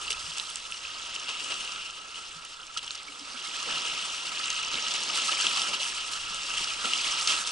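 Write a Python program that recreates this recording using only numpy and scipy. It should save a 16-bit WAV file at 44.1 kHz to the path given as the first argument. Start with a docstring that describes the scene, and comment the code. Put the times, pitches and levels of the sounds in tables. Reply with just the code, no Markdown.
"""Small waves over shallow rocks

Close by, a foamy wash swells and ebbs: banded noise that follows a surge table, through a ringing housing.
Droplets tick and bubbles plink in it as short decaying tones; a fish and the waves throw short splashes,
sudden wide bursts of noise. Behind them a light breeze, low-passed noise, rumbles at the two microphone ports."""
import sys
import numpy as np
from scipy import signal
from scipy.fft import irfft
from scipy.io import wavfile
from scipy.ndimage import uniform_filter1d

SR = 44100
rng = np.random.default_rng(int(sys.argv[2]) if len(sys.argv) > 2 else 0)


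def magnitude_from_level(level_db):
    """Linear magnitude for a level in decibels (20 dB per decade)."""
    exponent = np.asarray(level_db, float) / 20
    return 10 ** exponent


def pcm_store(signal):
    """Save signal as 16-bit PCM."""
    levels = np.round(np.clip(np.atleast_2d(signal), -1, 1) * 32767)
    wavfile.write(sys.argv[1], SR, levels.astype(np.int16).T)


N = 331191  # samples
PORT_DELAY = 256  # samples, delay built into the port responses and cut off after filtering
HOP = 64  # samples between frames of the wash

# swell and ebb of the water ahead of the housing: t/s, level/dB, treble/dB, bass/dB,
# band near 2.8 kHz/dB, band near 1.4 kHz/dB, left-right/dB
SURGE = [(0, -41.5, 0.5, 10.5, -2, 8, -0.5), (.21, -39.5, -1.5, 5.5, -7.5, 2, -1.5),
         (.65, -43.5, -0.5, 6, -2.5, 4.5, -1), (1.05, -40.5, -5.5, 6.5, -1.5, 1.5, -0.5),
         (1.57, -40.5, -0.5, 11, 3, 3.5, 0), (1.75, -41.5, -2.5, 9, 4.5, 6.5, -0.5),
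         (1.96, -45, -4.5, 8.5, 2, 5.5, -0.5), (2.35, -45.5, -2.5, 8.5, -5, 5.5, -0.5),
         (2.7, -48.5, -2.5, 9.5, -3.5, 8, -0.5), (2.9, -45, -4, 8, 2.5, 3, -0.5),
         (3.15, -45.5, -2, 11, -7, 5, -0.5), (3.45, -39.5, -3.5, 5, -4, 3.5, -3),
         (3.75, -34.5, -4, 8.5, 1.5, -1.5, -0.5), (4.15, -38, -2, 7.5, 0, 3, .5),
         (4.6, -35.5, -5.5, 4, 0, -1.5, -1), (5.1, -33, -3, 8, -6.5, -7, 0),
         (5.4, -30.5, 0, 2.5, -1, -6, -0.5), (5.7, -33, -2.5, 7, -1.5, -2, -0.5),
         (6.07, -37.5, 0, 3.5, -1.5, 2, -0.5), (6.28, -38.5, -4, 5, -2, 6, -0.5),
         (6.6, -34, -0.5, 3.5, -0.5, -5, .5), (6.78, -36.5, -3, 6.5, -2, 2, -.5),
         (7, -31.5, -1.5, 3, -3, -5, -0.5), (7.25, -33, 0, 4, -3, 1, -1), (7.4, -35, 1, 7, -12, 4, -1.5),
         (7.51, -36, 0, 7, -1, 2, 0)]


def wash(patchy_db, flicker_db):
    """Foam and sliding water: noise in drifting patches, with slaps as sudden wide bursts."""
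    # left-right likeness of the wash: f/Hz, likeness/1
    likeness = [(70, 0.91), (200, 0.59), (550, 0.42), (1090, 0.76), (1400, 0.95), (1900, 0.33),
                (2300, 0.88), (4600, 0.81), (6700, 0.74), (11000, 0.51)]
    wander_s, hollow_wander_db, treble_wander_db = 0.043, 2, 2  # averaging time, rms swings
    frames, hz = N // HOP + 5, np.fft.rfftfreq(256, 1 / SR)
    left_re, left_im, other_re, other_im, patches = rng.standard_normal((frames, 129, 5)).T
    patches = uniform_filter1d(uniform_filter1d(patches, 4, axis=0), 24, axis=1)
    patches = evened(patches)
    flicker = wander(frames, 12)
    t = np.arange(frames) * HOP / SR
    octaves = np.log2((hz[:, None] + 50) / 3500)

    s, *columns = np.transpose(SURGE)
    level_db, treble_db, bass_db, ring_db, hollow_db, pan_db = (np.interp(t, s, c) for c in columns)
    steps = wander_s * SR / HOP
    hollow_db = hollow_db + hollow_wander_db * wander(frames, steps)
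    treble_db = treble_db + treble_wander_db * wander(frames, steps)
    shape_db = treble_db * np.clip(octaves - 0.3, 0, 1)
    shape_db += bass_db * np.clip(-0.9 * octaves - 1.3, 0, 1)
    shape_db += hollow_db * np.exp(-((octaves + 1.3) / 0.28) ** 2)
    shape_db += ring_db * np.exp(-((octaves + 0.3) / 0.22) ** 2)
    moving_db = patchy_db * patches + flicker_db * flicker * (octaves > -1)
    power = magnitude_from_level(2 * (level_db + shape_db + moving_db)) + slap_power(t, octaves)

    # the right port hears a frequency-dependent share of the left port's noise
    same = np.clip(read(likeness, hz), -1, 1)[:, None]
    left = left_re + 1j * left_im
    right = same * left + np.sqrt(1 - same ** 2) * (other_re + 1j * other_im)
    unit = np.std(signal.istft(left, nperseg=256, noverlap=192)[1])
    spectra = np.array([left, right]) * np.sqrt(power) * panned(pan_db)[:, None]
    return signal.istft(spectra, nperseg=256, noverlap=192)[1][:, :N] / unit


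def slap_power(t, octaves):
    """Splashes of the fish and waves: power over band and time, a fast rise and exponential decay."""
    # slaps of water: t/s, level/dB, rise/s, decay t60/s, brightness/(dB per octave)
    slaps = [(.1, -29, .006, 0.1, 7), (.19, -38, .002, .12, 5), (0.364, -25, 0.0097, 0.11, 0),
             (.397, -41, 0.0022, 0.027, 1), (.72, -39, .003, .04, 3), (.54, -48, 0.011, 0.082, -4),
             (1.14, -28.5, .008, 0.07, 2), (1.28, -26.5, 0.0094, 0.11, -3), (1.39, -33, 0.0056, 0.12, 0),
             (1.5, -20.5, 0.015, 0.12, -3), (2.14, -34, 0.033, 0.3, -1), (2.771, -22.5, 0.0034, 0.042, 0),
             (2.828, -38.5, 0.002, 0.16, -3.5), (2.948, -26.5, 0.0043, 0.031, 0),
             (3.27, -40, 0.011, 0.17, -4.5), (3.66, -34, 0.033, 0.53, -5.5), (4.73, -39, 0.012, 0.14, -9),
             (4.937, -29, 0.0055, 0.27, 0), (5.15, -23.5, 0.012, 0.18, 2.5), (5.31, -26, 0.011, 0.11, 2),
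             (5.44, -21.5, .01, 0.11, -3), (5.569, -16.5, 0.0063, 0.049, -1.5),
             (5.73, -20.5, 0.0078, .08, -1), (5.83, -33, .01, 0.075, 11), (6.11, -37, .01, 0.13, 10),
             (6.24, -29, .01, .06, -3.5), (6.598, -34.5, 0.015, 0.055, -10.5),
             (6.63, -25.5, .01, 0.088, 0.5), (6.839, -26, 0.011, 0.087, -6), (6.92, -26, .01, 0.11, 0),
             (7.27, -13.5, 0.052, 0.29, 0)]
    lumps_db = 1.8 * wander(len(t), 3)  # a slap breaks into spatters
    power = np.zeros((len(octaves), len(t)))
    for at, db, rise, t60, tilt_db in slaps:
        age = np.maximum(t - at, 0)
        slap_db = db + lumps_db + tilt_db * np.maximum(octaves, -3.5) - 60 * age / t60
        power += magnitude_from_level(2 * slap_db) * (1 - np.exp(-age / rise)) ** 2
    return power


def spray(per_s, spread_db, db, low_hz, high_hz, cycles, count):
    """Many droplets or bubbles: rising, decaying tones of mixed pitch that follow the surge; a few stand out."""
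    clump_db, clump_s = 1.5, 0.03  # droplets come in clumps: rms swing, averaging time
    s, level_db = np.transpose(SURGE)[:2]
    size = magnitude_from_level(spread_db * np.minimum(rng.exponential(1, N), 4))
    size = size * (rng.random(N) < per_s / SR)
    kind, out = rng.integers(0, count, N), np.zeros((2, N))
    for k, hz in enumerate(np.geomspace(low_hz, high_hz, count)):
        ring = cycles * rng.uniform(0.75, 2.56)  # cycles to fall by a factor e
        turns = hz * np.arange(round(7 * ring / hz * SR)) / SR
        grain = np.sin(2 * np.pi * turns * (1 + 0.0497 * turns / ring)) * np.exp(-turns / ring)
        grain /= np.linalg.norm(grain)
        out += panned(rng.normal(0, 2.0))[:, None] * signal.oaconvolve(size * (kind == k), grain)[:N]
    clumps_db = clump_db * wander(N, clump_s * SR)
    surge_db = np.interp(np.arange(N) / SR, s, level_db)
    return magnitude_from_level(db + clumps_db + surge_db) * evened(out)


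def near_ticks(response):
    """Droplets close to the ports: a short tone with spatter around its pitch, ringing the housing."""
    # the clearest droplet ticks: t/s, peak/dB, centre f/Hz, left-right/dB
    ticks = [(0.079, -22, 2800, -5), (.0845, -23, 2800, -5), (0.1056, -17, 2780, -5), (0.12, -19, 2860, -5),
             (0.128, -19.5, 5300, -1), (0.3823, -19, 7900, -6), (0.3984, -13.5, 3760, -3),
             (0.4713, -28, 4200, -3), (.5006, -25.5, 10500, -5), (0.5574, -17.5, 7900, -4),
             (.5696, -25, 7100, -3), (0.6527, -26.5, 2700, -2), (.7148, -27, 10300, -2),
             (0.7225, -21.5, 2670, -4), (.8511, -25.5, 2600, -1), (.9832, -30, 5200, -1),
             (1.1521, -24, 6160, -1), (1.162, -20.5, 2800, 3), (1.1976, -23.5, 5800, -1),
             (1.233, -30, 6600, 0), (1.2904, -22, 3000, 3), (1.397, -27, 3600, 2), (1.404, -25, 3200, 2),
             (1.4432, -28, 5300, -1), (1.521, -19, 2800, 1), (1.542, -23.5, 6350, 3),
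             (1.6485, -23, 8640, -3), (1.6762, -23.5, 2820, 1), (1.7203, -21.5, 5250, -2),
             (1.7603, -24, 3180, 1), (1.8925, -33, 2800, 2), (1.9003, -28, 2900, 0), (1.9075, -29, 6600, 4),
             (2.45, -26, 8260, 2), (2.6675, -32, 6500, -3), (2.7737, -18, 5300, 0), (2.78, -21, 4200, 0),
             (2.7866, -28, 4330, 0), (2.7914, -24, 3000, 2), (2.829, -29, 4230, -3),
             (2.8317, -31, 9100, -2), (2.844, -28, 5000, -3), (2.865, -29, 8000, -2),
             (2.8783, -25, 4200, 0), (2.9071, -19.5, 3670, -3), (2.9148, -25, 6900, -3),
             (2.95, -28, 5570, -3), (2.9535, -23, 5200, -3), (2.9607, -32, 4000, 0),
             (2.9774, -31, 5700, -2), (3.031, -34, 8250, -7), (3.195, -28.5, 5300, -3),
             (3.473, -28, 10400, -3), (3.6282, -23, 6800, 1), (3.75, -26, 2800, 7), (4.393, -20.5, 4640, 8),
             (4.4734, -23, 6800, -1), (4.4796, -23, 2800, -1), (4.502, -17, 6450, -1),
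             (4.883, -19, 5870, -3), (4.939, -17, 6960, 1), (5.0346, -20.5, 6600, -2),
             (5.1076, -26, 5440, -1), (4.554, -30, 5450, -1), (4.7416, -22, 3360, -10),
             (5.467, -9.5, 3300, 3), (5.6174, -16.5, 5170, 0), (5.626, -21, 8650, 0),
             (5.832, -21, 5800, -2), (5.9, -26, 5770, -1), (6.134, -21, 4200, -1), (6.3451, -22, 7300, -3),
             (6.5388, -20, 3160, -2), (6.581, -22.5, 8340, 10), (6.643, -18, 5300, 2),
             (6.736, -22, 5300, -2), (6.8556, -17, 3330, 0), (6.9345, -12, 2680, 3),
             (6.9773, -17.5, 5850, -3), (6.993, -20, 5730, -2), (7.1223, -19, 5300, -1),
             (7.2112, -17, 4500, -1), (7.274, -10, 5100, 1.5), (7.277, -16, 4520, 0),
             (7.4734, -18, 5700, 0)]
    tick_t60_s, spatter_t60_s, rise_s = 0.0061, 0.024, 0.00034
    spatter_width = 0.44  # bandwidth as a share of the pitch
    out, t = np.zeros((2, N)), np.arange(1500) / SR
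    for s, peak_db, hz, pan_db in ticks:
        r = np.exp(-np.pi * spatter_width * hz / SR)
        resonator = [1, -2 * r * np.cos(2 * np.pi * hz / SR), r * r]
        spatter = evened(signal.lfilter([1, 0, -1], resonator, rng.standard_normal(len(t))))
        tick = np.sin(2 * np.pi * hz * t) + 0.69 * spatter
        tick *= magnitude_from_level(-60 * t / tick_t60_s) * np.minimum(t / rise_s, 1)
        tick[:2] += 0.29 * np.array([1, -1])  # the sharp first contact
        tick += 0.18 * spatter * magnitude_from_level(-60 * t / spatter_t60_s)  # fine spatter after it
        add_near(out, s, peak_db, pan_db, tick, response)
    return out


def large_bubbles(response):
    """Bubbles: decaying tones whose pitch rises as each nears the surface, ringing the housing."""
    # large bubbles: t/s, peak/dB, starting f/Hz, decay t60/s
    bubbles = [(.105, -43.5, 437, 0.024), (0.239, -48, 93, 0.066), (0.269, -51.5, 160, 0.17),
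               (.412, -46, 880, 0.044), (2.35, -53, 160, 0.15), (2.764, -31.5, 1320, 0.024),
               (3.081, -35, 2230, 0.037), (3.09, -51, 288, 0.082), (3.21, -47.5, 275, 0.15),
               (3.34, -48.5, 246, 0.1), (3.46, -40, 2150, 0.13), (3.668, -42, 473, 0.092),
               (5.315, -46, 332, 0.078), (6.306, -48, 189, 0.025), (6.844, -28, 1400, 0.036)]
    out, t = np.zeros((2, N)), np.arange(4000) / SR
    for s, peak_db, hz, t60 in bubbles:
        tone = np.sin(2 * np.pi * hz * t * (1 + 0.038 * t / t60))
        tone *= magnitude_from_level(-60 * t / t60) * np.minimum(t * hz / 3.5, 1)  # fades in over 3.5 cycles
        add_near(out, s, peak_db, 0, tone, response)
    return out


def add_near(mix, s, peak_db, pan_db, sound, response):
    """Sends a near sound through the ports, sets the peak of their mean, pans it and mixes it in at s."""
    heard = signal.fftconvolve(sound[None], response, axes=1)[:, PORT_DELAY:]
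    heard = magnitude_from_level(peak_db) * panned(pan_db)[:, None] * heard / abs(heard.mean(0)).max()
    part = mix[:, round(s * SR):][:, :heard.shape[1]]
    part += heard[:, :part.shape[1]]


def ports():
    """Impulse responses of both ports: causal housing colour, mean-port rms gain set over 2.2-6 kHz."""
    # colour of the water before the housing: f/Hz, level/dB
    water_colour = [(30, -28), (100, -34), (170, -22.5), (300, -20), (800, -17), (2000, -13), (4000, -6.5),
                    (6500, -9.5), (9000, -12.5), (11000, -13)]
    # housing resonances: f/Hz, width/Hz, left/dB, right/dB
    housing = [(962, 188, 5.5, 7.5), (1246, 227, 5.5, 10.5), (1330, 85, 8.5, 8), (1610, 150, 2, 3),
               (2400, 96, -6.5, 0.5), (2800, 840, 16, 8.5), (3300, 590, 1.5, 3), (5300, 930, 4.5, 3.5),
               (6270, 280, 0.5, 3), (7900, 1430, 5.5, 2), (10060, 1230, -5.5, -6)]
    # balance of the ports: f/Hz, left-right/dB
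    lean = [(60, -2), (500, -1.5), (1500, -4.5), (2500, -3.5), (11000, 1)]
    # phase by which the left port leads: f/Hz, lead/rad
    lead = [(60, 0.21), (200, -0.64), (630, -1.12), (900, -0.92), (1600, -1.42), (2250, -0.81),
            (2750, -0.64), (4000, -0.44), (6700, 0.74), (11000, 0.25)]
    hz = abs(np.fft.fftfreq(8192, 1 / SR))
    db = read(water_colour, hz) + np.outer([0.5, -0.5], read(lean, hz))
    for f, width, left_db, right_db in housing:
        db = db + np.outer([left_db, right_db], 1 / (1 + (2 * (hz - f) / width) ** 2))
    # minimum phase of the mean colour, plus the delay
    phase = -signal.hilbert(np.log(magnitude_from_level(db.mean(0)))).imag - hz * 2 * np.pi * PORT_DELAY / SR
    gain = magnitude_from_level(db) * np.exp(1j * (phase + np.outer([0.5, -0.5], read(lead, hz))))
    band = (hz > 2200) & (hz < 6000)
    # the mean runs over all bins, so the in-band power counts by its share of the spectrum
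    band_gain = np.sqrt(np.mean(band * abs(gain.mean(0)) ** 2))
    return irfft(gain[:, :4097])[:, :3000] / band_gain


def breeze():
    """Air over the ports: low-passed noise, mostly shared by both, with slow gusts."""
    # strength of the breeze: t/s, level/dB
    strength = [(0, -56), (.25, -57), (.4, -66.5), (1.05, -63), (1.3, -65), (2.2, -66), (2.35, -64),
                (2.8, -64), (3.1, -69.5), (3.7, -66.5), (4.3, -64.5), (4.75, -63), (5.2, -71), (5.9, -65.5),
                (6.1, -59), (6.6, -58.5), (6.9, -63.5), (7.51, -63)]
    gusts_db, gust_s = 1, 0.12  # rms swing, averaging time
    shared, *own = rng.standard_normal((3, N))
    low = shared + 0.45 * np.array(own)
    low = signal.sosfilt(signal.butter(1, 70, fs=SR, output="sos"), low)
    low = signal.sosfilt(signal.butter(2, 105, fs=SR, output="sos"), low)
    s, db = np.transpose(strength)
    level_db = np.interp(np.arange(N) / SR, s, db) + gusts_db * wander(N, gust_s * SR)
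    return magnitude_from_level(level_db) * evened(low)


def evened(x):
    """Scales to rms 1."""
    return x / np.sqrt(np.mean(x ** 2) + 1e-20)


def wander(size, steps):
    """Slow random drift of rms 1: noise averaged over a number of steps."""
    return evened(uniform_filter1d(rng.standard_normal(size), max(round(steps), 1)))


def read(points, hz):
    """Reads a spectrum table on a log-frequency axis."""
    f, value = np.transpose(points)
    return np.interp(np.log(hz + 1), np.log(f + 1), value)


def panned(db):
    """Left and right gains for a left-right difference in dB."""
    return magnitude_from_level(np.array([db / 2, -db / 2]))


def scene():
    """Water through the housing, plus near drops and bubbles and the breeze."""
    response = ports()
    water = wash(patchy_db=1.0, flicker_db=1.57)
    # fine spray, gurgles, then scattered drops
    water += spray(per_s=1800, spread_db=4.0, db=-8.5, low_hz=1097.7, high_hz=10600, cycles=4.9, count=32)
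    water += spray(per_s=80, spread_db=4.2, db=-19.5, low_hz=160, high_hz=761, cycles=3.86, count=16)
    water += spray(per_s=50, spread_db=2.5, db=-16, low_hz=3490, high_hz=8700, cycles=3.7, count=12)
    heard = signal.oaconvolve(water, response, axes=1)[:, PORT_DELAY:N + PORT_DELAY]
    return heard + near_ticks(response) + large_bubbles(response) + breeze()


def top_cut(x):
    """Nothing passes above the cut-off."""
    return signal.sosfilt(signal.butter(12, 12320, fs=SR, output="sos"), x)


def record(dry):
    """Limits the band with a steep low-pass at 10990 Hz and finishes the mix."""
    low_pass = signal.firwin(401, 10990, window=("kaiser", 9), fs=SR)
    limited = signal.oaconvolve(dry, low_pass[None], "same")
    return top_cut(limited)


dry = scene()
out = record(dry)
pcm_store(out)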